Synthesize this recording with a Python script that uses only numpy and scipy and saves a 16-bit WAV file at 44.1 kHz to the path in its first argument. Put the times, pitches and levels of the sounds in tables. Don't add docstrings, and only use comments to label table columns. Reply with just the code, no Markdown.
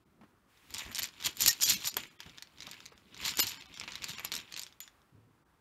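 import sys
import numpy as np
from scipy import signal
from scipy.io import wavfile
from scipy.ndimage import uniform_filter1d, minimum_filter1d

SR = 44100
rng = np.random.default_rng(int(sys.argv[2]) if len(sys.argv) > 2 else 0)


def pcm_store(signal):
    levels = np.round(np.clip(np.atleast_2d(signal), -1, 1) * 32767)
    wavfile.write(sys.argv[1], SR, levels.astype(np.int16).T)


def rack_gain(trim_db):
    fader = np.asarray(trim_db, float)
    return 10 ** (fader / 20)


N = 247180


def read(points, hz):
    f, value = np.transpose(points)
    return np.interp(np.log(hz + 1), np.log(f + 1), value)


def evened(x, size=None):
    power = np.mean(x ** 2) if size is None else abs(uniform_filter1d(x ** 2, size))
    return x / np.sqrt(power + 1e-20)


def coloured(x, points):
    hz = abs(np.fft.fftfreq(8192, 1 / SR))
    log_gain = np.log(rack_gain(np.maximum(read(points, hz), -100)))
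    taps = np.fft.ifft(np.exp(np.conj(signal.hilbert(log_gain)))).real[:4096]
    return signal.oaconvolve(x, taps)[:len(x)]


def noise():
    return rng.standard_normal(N)


def add(mix, s, sound):
    part = mix[round(s * SR):][:len(sound)]
    part += sound[:len(part)]


def ring(hz, t60, rise=0.00022, size=800):
    t = np.arange(size) / SR
    contact = np.sin(np.pi / 2 * np.minimum(t / rise, 1)) ** 2
    return contact * rack_gain(-60 * t / t60) * np.sin(2 * np.pi * hz * t)


def blows(per_s, spread_db):
    clumps = rack_gain(1.4 * evened(uniform_filter1d(noise(), 300)))
    size = rack_gain(spread_db * np.minimum(rng.exponential(1, N), 4)) * rng.choice([-1., 1.], N)
    return size * clumps * (rng.random(N) < per_s / SR)


def swells(rows, rounding):
    s, peak_db, build, die = np.array(rows)[:, :4, None].transpose(1, 0, 2)
    t = np.arange(0, N + 32, 32) / SR - s
    return rack_gain(peak_db - 20 * abs(np.where(t < 0, t / build, t / die)) ** rounding) ** 2


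def spread(values):
    return np.interp(np.arange(N) / 32, np.arange(len(values)), values)


# frequency in Hz, level in dB per Hz.
ROOM_TONE = [(20, -43), (45, -4.5), (140, -10), (550, -15), (1150, -10), (1500, -13.5), (2500, -23.5),
             (6000, -30.5), (14400, -33)]
ROOM_TONE_DB = -71.5


def room_tone():
    opening_db = np.interp(np.arange(N) / SR, [0, .3], [-3.0, 0])
    settling_db = opening_db + 1.3 * evened(uniform_filter1d(noise(), 4000))
    return rack_gain(ROOM_TONE_DB + settling_db) * evened(coloured(noise(), ROOM_TONE))


# frequency in Hz, time to fall 60 dB in seconds.
ROOM = [(1500, 0.24), (4000, 0.16), (16000, 0.022)]


def room(x):
    taps = np.zeros(SR // 3)
    at = np.arange(150, len(taps) - 20, 20)
    taps[at + rng.integers(0, 20, len(at))] = rng.choice([-1., 1.], len(at))
    hz, t, z = signal.stft(taps, SR, nperseg=256)
    tail = signal.istft(z * rack_gain(-60 * t / read(ROOM, hz)[:, None]), SR, nperseg=256)[1]
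    return signal.fftconvolve(x, tail / np.linalg.norm(tail))[:N]


# start in seconds, peak in dB, pitch in Hz, time to fall 60 dB in seconds.
BUMPS = [
    (.2115, -48.5, 213, 0.11),
    (.234, -50.5, 294, 0.082),
    (0.892, -42.5, 234, 0.08),
    (1.967, -29, 417, 0.025),
    (2.261, -44.5, 152, 0.067),
    (2.674, -39.5, 200, 0.029),
    (2.92, -45, 467, 0.022),
    (3.39, -24, 307, 0.022),
    (5.148, -55.5, 109, 0.6),
]


def bumps():
    out, cracks = np.zeros((2, N))
    crack_fall_db = 60 * np.arange(4000) / SR / 0.099
    for s, peak_db, hz, t60 in BUMPS:
        thud = ring(hz, t60, rise=0.0033, size=12000)
        thud += 0.3 * ring(1.7 * hz, 0.53 * t60, rise=0.0024, size=12000)
        add(out, s, rack_gain(peak_db) * thud)
        if t60 < .2:
            add(cracks, s, rack_gain(peak_db - 10.0 - crack_fall_db))
    crack_colour = [(250, -23.5), (600, -1.5), (1300, 0.0), (3000, -12.0), (8000, -30)]  # (Hz, dB)
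    return out + cracks * evened(coloured(noise(), crack_colour))


# middle in seconds, peak in dB, pitch in Hz.
SLUMPS = [(0.717, -55, 80), (0.766, -55, 88), (0.867, -48, 61), (0.903, -51, 83), (1.033, -54, 91),
          (1.257, -51.5, 158), (1.486, -41.5, 80), (1.637, -52, 156), (1.687, -55, 102), (1.729, -51, 142),
          (1.858, -50.5, 126), (2.272, -51.5, 102), (3.233, -52, 67.6), (3.262, -48, 135), (3.4, -54, 80),
          (3.464, -51.5, 96), (3.829, -59, 91), (4.106, -48, 137), (5.13, -57, 150), (5.154, -52.5, 117.7)]
SLUMP_CYCLES, SLUMP_LIFT_DB = 1.8, 1.5


def slumps():
    out = np.zeros(N)
    t = np.arange(-.06, .06, 1 / SR)
    for s, peak_db, hz in SLUMPS:
        push = np.exp(-(2.1 * t * hz / SLUMP_CYCLES) ** 2) * np.sin(2 * np.pi * hz * t)
        add(out, s + t[0], rack_gain(peak_db + SLUMP_LIFT_DB) * push)
    return out


# frequency in Hz, level in dB per Hz.
CLOTH = [(20, -36.5), (40, -8.5), (76, -1.5), (170, -0.5), (340, -3.5), (700, -17.5), (1500, -72)]
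# time of the peak in seconds, thump in dB,
# seconds to build 20 dB, seconds to die 20 dB.
HANDLING = [(.214, -64, -0.6, 0.35), (.712, -54, 0.05, 0.15), (.866, -49.5, -0.01, 0.08),
            (1.04, -56.5, 0.44, 0.1), (1.287, -50, 0.16, 0.06), (1.482, -40.5, 0.11, 0.04),
            (1.72, -45, 0.15, 0.13), (1.97, -51.5, 0.08, 0.25), (2.262, -57, 0.03, 0.23),
            (2.624, -59, 0.16, 0.75), (3.273, -52, 0.3, 0.25), (3.398, -46.5, 0.07, 0.17),
            (3.9, -58.5, 1, 0), (4.111, -55, 0.7, 0.27), (4.39, -54, 0.4, 0.1), (4.57, -62, 0.25, 0.3),
            (5.158, -62, 0.04, -0.5)]
HAND_REST_DB = -74.5


def cloth():
    lumps = rack_gain(2.5 * evened(uniform_filter1d(noise(), 900)))
    level = spread(np.sqrt(swells(HANDLING, 0.97).sum(0) + rack_gain(HAND_REST_DB) ** 2))
    return level * evened(coloured(lumps * noise(), CLOTH), size=6000)


# frequency in Hz, level in dB per Hz.
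SLIDE = [(300, -30.5), (1000, -3), (2500, 2.5), (6000, -8.5), (12000, -11), (16000, -12.5)]
SLIDE_S, SLIDE_DB, SLIDE_FOLLOW = 0.025, -40, 0.57
# time in seconds, hiss in dB.
GRIP = [
    (0, -80.5),
    (.44, -90),
    (.5, -71.5),
    (.7, -64),
    (1.1, -71),
    (4.9, -79),
    (5.25, -83),
    (5.6, -93),
]


def slide():
    slow_db = uniform_filter1d(jostling()[0], int(SLIDE_S * SR))
    grip_db = np.interp(np.arange(N) / SR, *np.transpose(GRIP))
    level = np.hypot(rack_gain(SLIDE_DB + SLIDE_FOLLOW * slow_db), rack_gain(grip_db))
    return level * evened(coloured(noise(), SLIDE))


# time of the peak in seconds, clatter in dB,
# seconds to build 20 dB, seconds to die 20 dB, edge brightness in dB.
JOLTS = [(.708, -51, 0.0252, 0.7, -15), (.745, -41.5, 0.0128, 0.27, -11.5),
         (.79, -39.5, 0.0269, 0.11, -12.5), (.92, -49.5, 0.04, 0.2, -20.5),
         (.992, -34, 0.0137, 0.03, -6.5), (1.045, -40, 0.0353, 0.05, -10.5),
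         (1.22, -46.5, 0.1049, -0.1, -16), (1.248, -33.5, 0.02, 0.0843, -8.5),
         (1.269, -26.5, 0.02, 0.0058, -7.5), (1.425, -29, 0.0527, 0.0759, -7),
         (1.463, -21.5, 0, -0.0028, -6.5), (1.483, -18.5, 0.0169, 0.0332, -4),
         (1.53, -45, 0.14, 0.2, -8), (1.623, -26, 0.0177, 0.0867, -6),
         (1.694, -23.5, 0.0381, 0.07, -5), (1.745, -31, 0.0352, 0.0348, -5.5),
         (1.875, -33.5, 0.1166, 0.0533, -8.5), (1.97, -38.5, -0.01, 0.1348, -12),
         (2.208, -52, -0.05, 0.3, -22), (2.29, -56.5, 0.04, -0.03, -16), (2.39, -57, 0.1, 0, -15),
         (2.634, -49.5, 0.1, 0.3, -23), (2.74, -53, 0.26, 0.34, -17.5),
         (3.225, -45, 0.15, 0.54, -31), (3.257, -33.5, 0.08, 0.12, -10.5),
                (3.299, -37.5, 0.0845, 0.06, -8), (3.37, -46, 0.05, 0.2, -15.5),
                (3.397, -25, 0.0245, 0.0741, -9), (3.412, -28.5, 0.02, 0.02, -15),
                (3.432, -31, 0.0129, 0, -1.5), (3.476, -36, 0.0247, -0.0938, -6),
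                (3.52, -48.5, 0.05, 0.14, -11), (3.612, -47.5, 0.28, 0, -20.5),
                (3.746, -52.5, 0.1, 0.42, -19), (3.805, -48.5, 0.2, 0.32, -23),
                (3.882, -46, 0.01, 0.27, -23), (3.957, -49.5, 0.12, 0.07, -25),
                (4.041, -43.5, 0.06, 0.1, -17.5), (4.095, -39.5, 0.05, 0.09, -10),
                (4.175, -42, 0.1, 0.11, -18), (4.252, -41, 0.04, 0.07, -17), (4.321, -40, 0.004, 0.11, -15),
                (4.39, -42, 0.01, 0.055, -16.5), (4.527, -50, -0.17, 0.1, -24),
                (4.575, -45, 0.03, 0.14, -12), (4.806, -50, 0.004, 0.0962, -10.5)]
STILL_DB, STILL_BRIGHT_DB = -100, -12
ROUND = 1.3


def jostling():
    rows = JOLTS
    power, still = swells(rows, ROUND), rack_gain(STILL_DB) ** 2
    total = power.sum(0) + still
    bright_db = (np.array(rows)[:, 4] @ power + still * STILL_BRIGHT_DB) / total
    return spread(10 * np.log10(total)), spread(bright_db)


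# start in seconds, peak
# in dB, knock pitch in Hz, free ring in dB above the peak.
CLICKS = [(.7408, -29.5, 4970, -23), (.7827, -28, 6000, -23), (.9275, -37, 3130, -19),
          (.9483, -24, 5300, -27), (.9571, -26, 5700, -38), (.9825, -25, 5350, -26),
          (1.0206, -23.5, 4260, -39), (1.0328, -23, 4660, -17), (1.042, -24.5, 5760, -28.5),
          (1.088, -38.5, 4350, -38), (1.2606, -20, 4380, -17), (1.37, -37, 3620, -11),
          (1.4068, -24, 4240, -8), (1.4205, -17.5, 5740, -13), (1.4615, -12, 4300, -16),
          (1.6012, -32.5, 3040, -31.5), (1.6381, -10.5, 5370, -17), (1.8729, -23.5, 4500, -12),
          (1.8783, -30.5, 4800, -8), (1.9423, -30.5, 4830, -30), (1.9683, -26, 3220, -8.5),
          (2.2042, -30, 3307, -29), (2.3833, -33.5, 3650, -38.5), (2.4243, -31, 4360, -28),
          (2.6051, -33.5, 3950, -35), (2.6225, -33.5, 4140, -41), (2.6691, -33.5, 3700, -25),
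          (2.7133, -35.5, 4740, -20), (.7462, -28.5, 5470, -31), (.9165, -37, 2230, -18),
          (1.478, -13, 5280, -16), (1.4822, -9.5, 5370, -16), (1.6225, -20, 6000, -37),
          (1.628, -22, 5600, -29), (1.7048, -18.5, 4340, -27), (1.7215, -21, 4000, -20),
          (2.8568, -36.5, 4570, -32.5), (2.8616, -34, 4070, -29),
          (3.1453, -38, 3970, -41), (3.2607, -24, 4800, -22), (3.338, -32.5, 3050, -25),
                 (3.3718, -29, 5100, -13.5), (3.3928, -15.5, 5860, -25.5), (3.3997, -17, 5200, -17),
                 (3.495, -31.5, 3860, -15), (3.5189, -30, 3750, -29.5), (3.7544, -37, 3400, -45),
                 (3.7743, -31, 3330, -36), (3.7988, -28, 5370, -34), (3.813, -30, 2380, -42),
                 (3.8372, -31.5, 2780, -41.5), (3.878, -30, 2630, -46), (3.921, -32, 4300, -51),
                 (3.9555, -27, 4000, -29), (4.0423, -23, 4500, -27), (4.085, -33.5, 3970, -20),
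                 (4.196, -31, 2320, -21), (4.2486, -26.5, 2720, -10), (4.319, -24, 3540, -24),
                 (4.3244, -23, 4330, -42), (4.339, -25, 3820, -22), (4.3523, -25, 5320, -22),
                 (4.3647, -24.5, 4070, -23), (4.524, -33, 4460, -26), (4.541, -30, 4220, -45),
                 (4.5759, -28.5, 4200, -25), (4.5949, -27.5, 4520, -19.5), (4.6343, -29.5, 5430, -41),
                 (4.8041, -37, 3500, -8)]
RATTLE = [(0.7058, -49, 3450, -13), (0.7275, -52, 4580, -30), (0.7945, -36.5, 3980, -37),
          (0.8044, -49, 3200, -18.5), (0.8211, -41, 2100, -40), (0.8635, -44.5, 2170, -26),
          (0.8745, -51, 2440, -37), (0.9962, -39, 2600, -22), (0.9613, -37.5, 4510, -23),
          (0.9675, -38, 3220, -21), (0.9711, -34, 3780, -27), (0.9879, -30.5, 4440, -27),
          (0.9931, -33.5, 3280, -10), (1.027, -38, 4720, -14), (1.0522, -42, 4450, -29),
          (1.0558, -38, 3400, -18), (1.0731, -45.5, 3560, -19), (1.139, -52.5, 3590, -37),
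          (1.9692, -31, 3300, -11), (1.2123, -40.5, 3250, -26), (1.2367, -41.0, 2870, -41),
          (1.2399, -36.0, 3710, -34), (1.2714, -26.5, 3170, -24.5), (1.396, -42.0, 3830, -35),
          (1.4, -37.0, 4040, -36), (1.4151, -29.0, 4890, -16), (1.5297, -33.5, 4490, -18),
          (1.6095, -35, 4980, -19), (1.7836, -47, 3830, -25), (1.8053, -47, 3940, -32.5),
          (1.8218, -39.5, 3320, -34.5), (1.8455, -31.5, 3570, -36), (1.8599, -31.5, 5540, -19),
          (1.8868, -32.5, 5240, -14), (2.0016, -42.5, 2700, -30.5), (2.0363, -41, 2630, -40.5),
          (2.2318, -47, 3320, -33), (4.5838, -41, 4150, -25), (2.63, -42, 3900, -35),
                 (4.617, -40, 5000, -19), (4.6245, -46.5, 4500, -13), (2.6915, -46, 3980, -32),
                 (2.7173, -43.5, 3600, -26), (2.7423, -46, 2920, -28), (4.6735, -51, 4850, -40),
                 (4.2523, -35.5, 5800, -30), (3.177, -47, 4620, -25.5), (3.203, -46.0, 2650, -26),
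                 (3.2133, -40, 3800, -25), (3.252, -30, 3940, -34), (3.2803, -27.5, 4070, -22),
                 (3.293, -32, 3900, -30), (3.308, -35.5, 5470, -32.5), (3.8875, -41, 2480, -40),
                 (3.386, -34.5, 3870, -19), (3.4117, -23.5, 3120, -11), (3.469, -32.5, 4770, -16),
                 (3.5448, -42.5, 3310, -32.5), (3.6231, -44.5, 3200, -45), (3.8413, -47, 2800, -40),
                 (4.3428, -34, 4200, -32), (3.882, -39, 2270, -43), (3.9425, -51, 3480, -40),
                 (3.935, -41, 3560, -49), (3.9803, -45.5, 3430, -37), (4.0317, -41, 3640, -33),
                 (4.0385, -37.5, 2450, -43), (4.0942, -34.5, 4200, -25), (4.103, -39.5, 3700, -26),
                 (4.1093, -39, 4360, -29), (4.1348, -40.5, 3560, -39), (4.1842, -34.5, 2630, -40),
                 (4.2077, -44, 2330, -33), (4.314, -56, 2560, -39), (4.3773, -36.5, 4100, -22),
                 (4.401, -41, 3890, -32.5)]
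RATTLE_LIFT_DB = 5.5
# start in seconds, peak in dB.
TAPS = [(.574, -52.5), (0.768, -31.5), (.8537, -56), (1.2028, -37), (1.226, -29.5), (1.3904, -41),
        (1.5366, -43), (2.2637, -43.5), (2.2953, -41), (2.3767, -42), (2.473, -49.5), (2.5843, -43),
        (2.7327, -38), (2.8045, -38), (2.978, -45.5), (3.1666, -41), (3.5075, -36.5), (3.534, -38.5),
        (3.6113, -38), (3.6585, -41), (3.742, -36.5), (3.9076, -41), (4.0214, -32), (4.4132, -41),
        (4.5644, -28.5), (4.519, -49), (4.666, -37.5), (4.7254, -47), (4.8776, -40.5), (5.018, -57.5)]
TAP_HZ, TAP_RING_DB = 3620, -32.5


def collisions():
    taps = [(s, peak_db, TAP_HZ, TAP_RING_DB) for s, peak_db in TAPS]
    rattle = [(s, peak_db + RATTLE_LIFT_DB, hz, ring_db)
              for s, peak_db, hz, ring_db in RATTLE]
    return [*CLICKS, *taps, *rattle]


# pitch in Hz, time to fall 60 dB in seconds, spread between tiles as a share.
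RINGS = [
    (7068, 0.022, 0.017),
    (12170, 0.013, 0.02),
]
# frequency in Hz, level in dB.
KNOCK = [(300, -44.5), (700, -15.5), (1100, -12), (1900, -6.5), (3000, -3), (5500, -1), (6500, 4.5),
         (8000, -15.5), (12000, -76.5)]
PACKED = [(300, -36), (600, -15.5), (1000, 1), (1500, -5.5), (2200, -2), (4000, -6.5), (6000, -11),
          (8000, -27), (12000, -69)]
EDGE = [(5000, -32.5), (7000, -8.5), (9000, -4), (10500, -12.5), (13500, -12.5), (16000, -15.5)]
RING_DB, RING_PER_BRIGHT = -1.5, 0.65
HEAP_OCTAVES = 0.73


def tile_ring(mode, own, size=800):
    hz, t60, share = RINGS[mode]
    return ring(hz * (1 + share * own), t60, size=size)


def clatter(count=12):
    level_db, bright_db = jostling()
    crowd = np.clip(rack_gain(.5 * (level_db + 40)), .2, 2.5)
    faces, edges = blows(3000 * crowd, 3.6), blows(1800 * crowd, 4.6)
    tile, own = rng.integers(0, count, N), rng.uniform(-1, 1, (count, 2))
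    knock, low, high = np.zeros((3, N))
    s, _, pitch_hz, _ = np.transpose(sorted(collisions()))
    heap_hz = np.interp(np.arange(N) / SR, s, pitch_hz)
    for k in range(count):
        hz = 1700 * 3.8 ** (k / count)
        near = np.exp(-(np.log2(hz / heap_hz) / HEAP_OCTAVES) ** 2)
        struck = edges * (tile == k)
        knock += signal.oaconvolve(near * faces * (tile == k), ring(hz, .007, size=400))[:N]
        low += signal.oaconvolve(struck, tile_ring(0, own[k, 0], size=1200))[:N]
        high += signal.oaconvolve(struck, tile_ring(1, own[k, 1]))[:N]

    knock = evened(faces) + 0.96 * evened(knock)
    loose = np.clip((bright_db + 16.5) / 12, 0, 1)
    free_knock, packed_knock = evened(coloured(knock, KNOCK)), evened(coloured(knock, PACKED))
    knock = evened(loose * free_knock + (1 - loose) * packed_knock, size=2500)

    cloth_hiss = noise()
    ticks = coloured(evened(edges) + .5 * evened(faces) + 0.22 * cloth_hiss, EDGE)
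    bright = evened(evened(high) + evened(ticks), size=2500)
    low = rack_gain(RING_DB + RING_PER_BRIGHT * bright_db) * evened(low, size=6000)
    quiet_drop_db = 3.8 * np.clip((-32 - level_db) / 8, 0, 1)
    return rack_gain(level_db - 2.5 - quiet_drop_db) * (knock + low + rack_gain(bright_db - 1.0) * bright)


def showers():
    jolts, bright = np.zeros((2, N))
    fall_db = 60 * np.arange(2000) / SR / 0.028
    for s, peak_db, _, ring_db in collisions():
        dying = rack_gain(peak_db - 15.5 - fall_db)
        add(jolts, s + 0.0013, dying)
        add(bright, s + 0.00057, rack_gain(0.48 * ring_db + 15.0) * dying)
    grains = evened(blows(4500, 2.4))
    knocks = 1.1 * coloured(jolts * grains, KNOCK) + .9 * coloured(jolts * grains, PACKED)
    return knocks + coloured(bright * grains, EDGE)


LOW_RING_DB, LOW_RING_SPREAD_DB = 6, 3.5
LOW_RING_DB_PER_OCTAVE = 10.5
CHATTER_DB, CHATTER_T60 = -27, .03
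# start in seconds, peak in dB, pitch in Hz, time to fall 60 dB in seconds.
FREE_TILES = [
    (3.402, -19, 12380, 0.043),
    (4.807, -47.5, 7000, 0.16),
    (4.815, -45.5, 6930, 0.15),
]


def clicks():
    out, ticks = np.zeros(N), np.zeros(N)
    chance = rng.uniform(-1.3, 1, (len(collisions()), 8))
    grains = evened(blows(1500, 3))
    chatter_db = CHATTER_DB - 60 * np.arange(1500) / SR / CHATTER_T60
    for (s, peak_db, hz, high_db), c in zip(collisions(), chance):
        knock = ring(hz, 0.005) + 1.1 * ring(hz * (1.4 + 0.16 * c[0]), 0.0028)
        knock += .6 * ring(hz * (.65 + 0.21 * c[4]), 0.0046)
        knock += 0.22 * ring(hz * (1.3 + 0.75 * c[6]), 0.006)
        low_db = high_db + LOW_RING_DB + LOW_RING_SPREAD_DB * c[7]
        low_db += LOW_RING_DB_PER_OCTAVE * np.log2(hz / 4600)
        low = rack_gain(low_db) * tile_ring(0, c[1])
        high = rack_gain(high_db + 9.0) * tile_ring(1, c[2])
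        add(out, s - .0002, rack_gain(peak_db + 3.5) * (knock + low + high))
        chatter = grains[round(s * SR):][:1500] * rack_gain(chatter_db)
        add(out, s + .001, rack_gain(peak_db) * signal.fftconvolve(chatter, knock[:400]))
        add(out, s + 0.0053 + 0.0017 * c[3], rack_gain(peak_db - 15.0 + 1.9 * c[5]) * knock)
        ticks[round(s * SR)] = rack_gain(peak_db + high_db + 20.0)
    for s, peak_db, hz, t60 in FREE_TILES:
        add(out, s, rack_gain(peak_db) * ring(hz, t60, rise=0.0021, size=9000))
    return out + coloured(ticks, EDGE)


def scene():
    near = clatter() + clicks() + showers()
    bag = near + rack_gain(-14.0) * room(near) + rack_gain(-2.5) * cloth()
    return (bag + bumps() + slumps() + room_tone() + slide())[None]


FRAME_S = 1024 / 48000
STARVED = {2: 14, 70: 6, 77: 7, 82: 8, 89: 6, 98: 7, 102: 9, 136: 40, 138: 60, 157: 8, 160: 6, 168: 8, 172:
           8, 176: 8, 195: 8, 213: 260, 255: 14}
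SHARP_START = [160]
SHARP_END = [102, 213]
SURVIVORS = {70: [1868, 5324, 5474, 5695, 6411, 7068, 12209], 77: [3310, 4618, 4769, 6040, 6481, 6599, 7219,
             12160, 12273], 82: [200, 2234, 2600, 2740, 3273, 3978, 4231, 5377, 6072, 6314, 11983], 89:
             [3811, 4225, 4527, 4721, 5738, 7052], 98: [1722, 2191, 2444, 2723, 3256, 3439, 4048, 4888],
             102: [344, 1259, 1878, 3197, 3482], 157: [1518, 2637, 3644, 4586, 5394, 6928], 160: [2858,
             4231, 5071, 6998, 11918, 12090, 12306], 176: [2142, 2653, 3310, 3639, 4618, 5469, 5754, 7200],
             195: [1044, 2121, 2777, 3784, 4349, 5474, 5684, 7229]}
COARSE_UNDER, COARSE_LIFT_DB = 9, -1.5
COARSE_APART = 27


def starve(x):
    out, half = x.copy(), round(FRAME_S * SR)
    n = np.arange(2 * half) + .5
    basis = np.cos(np.pi / half * np.outer(n[:half], n + half / 2)) * np.sqrt(2 / half)
    slow = np.sin(np.pi / 2 * n[:half] / half)
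    sharp = np.sin(np.pi / 2 * np.clip((n[:half] / half - 7 / 16) * 8, 0, 1))
    for frame, count in STARVED.items():
        rise = sharp if frame in SHARP_START else slow
        fall = (sharp if frame in SHARP_END else slow)[::-1]
        window = np.r_[rise, fall]
        start = round((frame - .79) * FRAME_S * SR)
        lines = basis @ (window * x[start:start + 2 * half])
        size, total = abs(lines), np.linalg.norm(lines)
        if frame in SURVIVORS:
            at = np.array(SURVIVORS[frame]) * 2 * half // SR
            kept = np.zeros(half)
            kept[at] = rack_gain(-4.5) * total / np.sqrt(len(at)) * np.sign(lines[at])
        elif count < COARSE_UNDER:
            highest_nearby = -minimum_filter1d(-size, size=COARSE_APART)
            tops = size * (size == highest_nearby)
            step = rack_gain(COARSE_LIFT_DB) * total / np.sqrt(count)
            kept = step * np.sign(lines) * (tops >= np.sort(tops)[-count])
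        else:
            kept = lines * (size >= np.sort(size)[-count])
        out[start:start + 2 * half] += window * ((kept - lines) @ basis)
    return out


EMPTY_S = (4.7935, 4.8012)


def empty(x):
    out = x.copy()
    bass = signal.oaconvolve(x, signal.firwin(401, 1300, fs=SR), "same")
    first, last = (round(s * SR) for s in EMPTY_S)
    out[first:last] += signal.windows.tukey(last - first, .5) * (bass - x)[first:last]
    return out


def top_cut(x):
    return signal.sosfilt(signal.butter(12, 16680, fs=SR, output="sos"), x)


def record(dry):
    limited = signal.oaconvolve(dry[0], signal.firwin(401, 15750, fs=SR), "same")
    mix = empty(starve(limited))[None]
    return top_cut(mix)


dry = scene()
out = record(dry)
pcm_store(out)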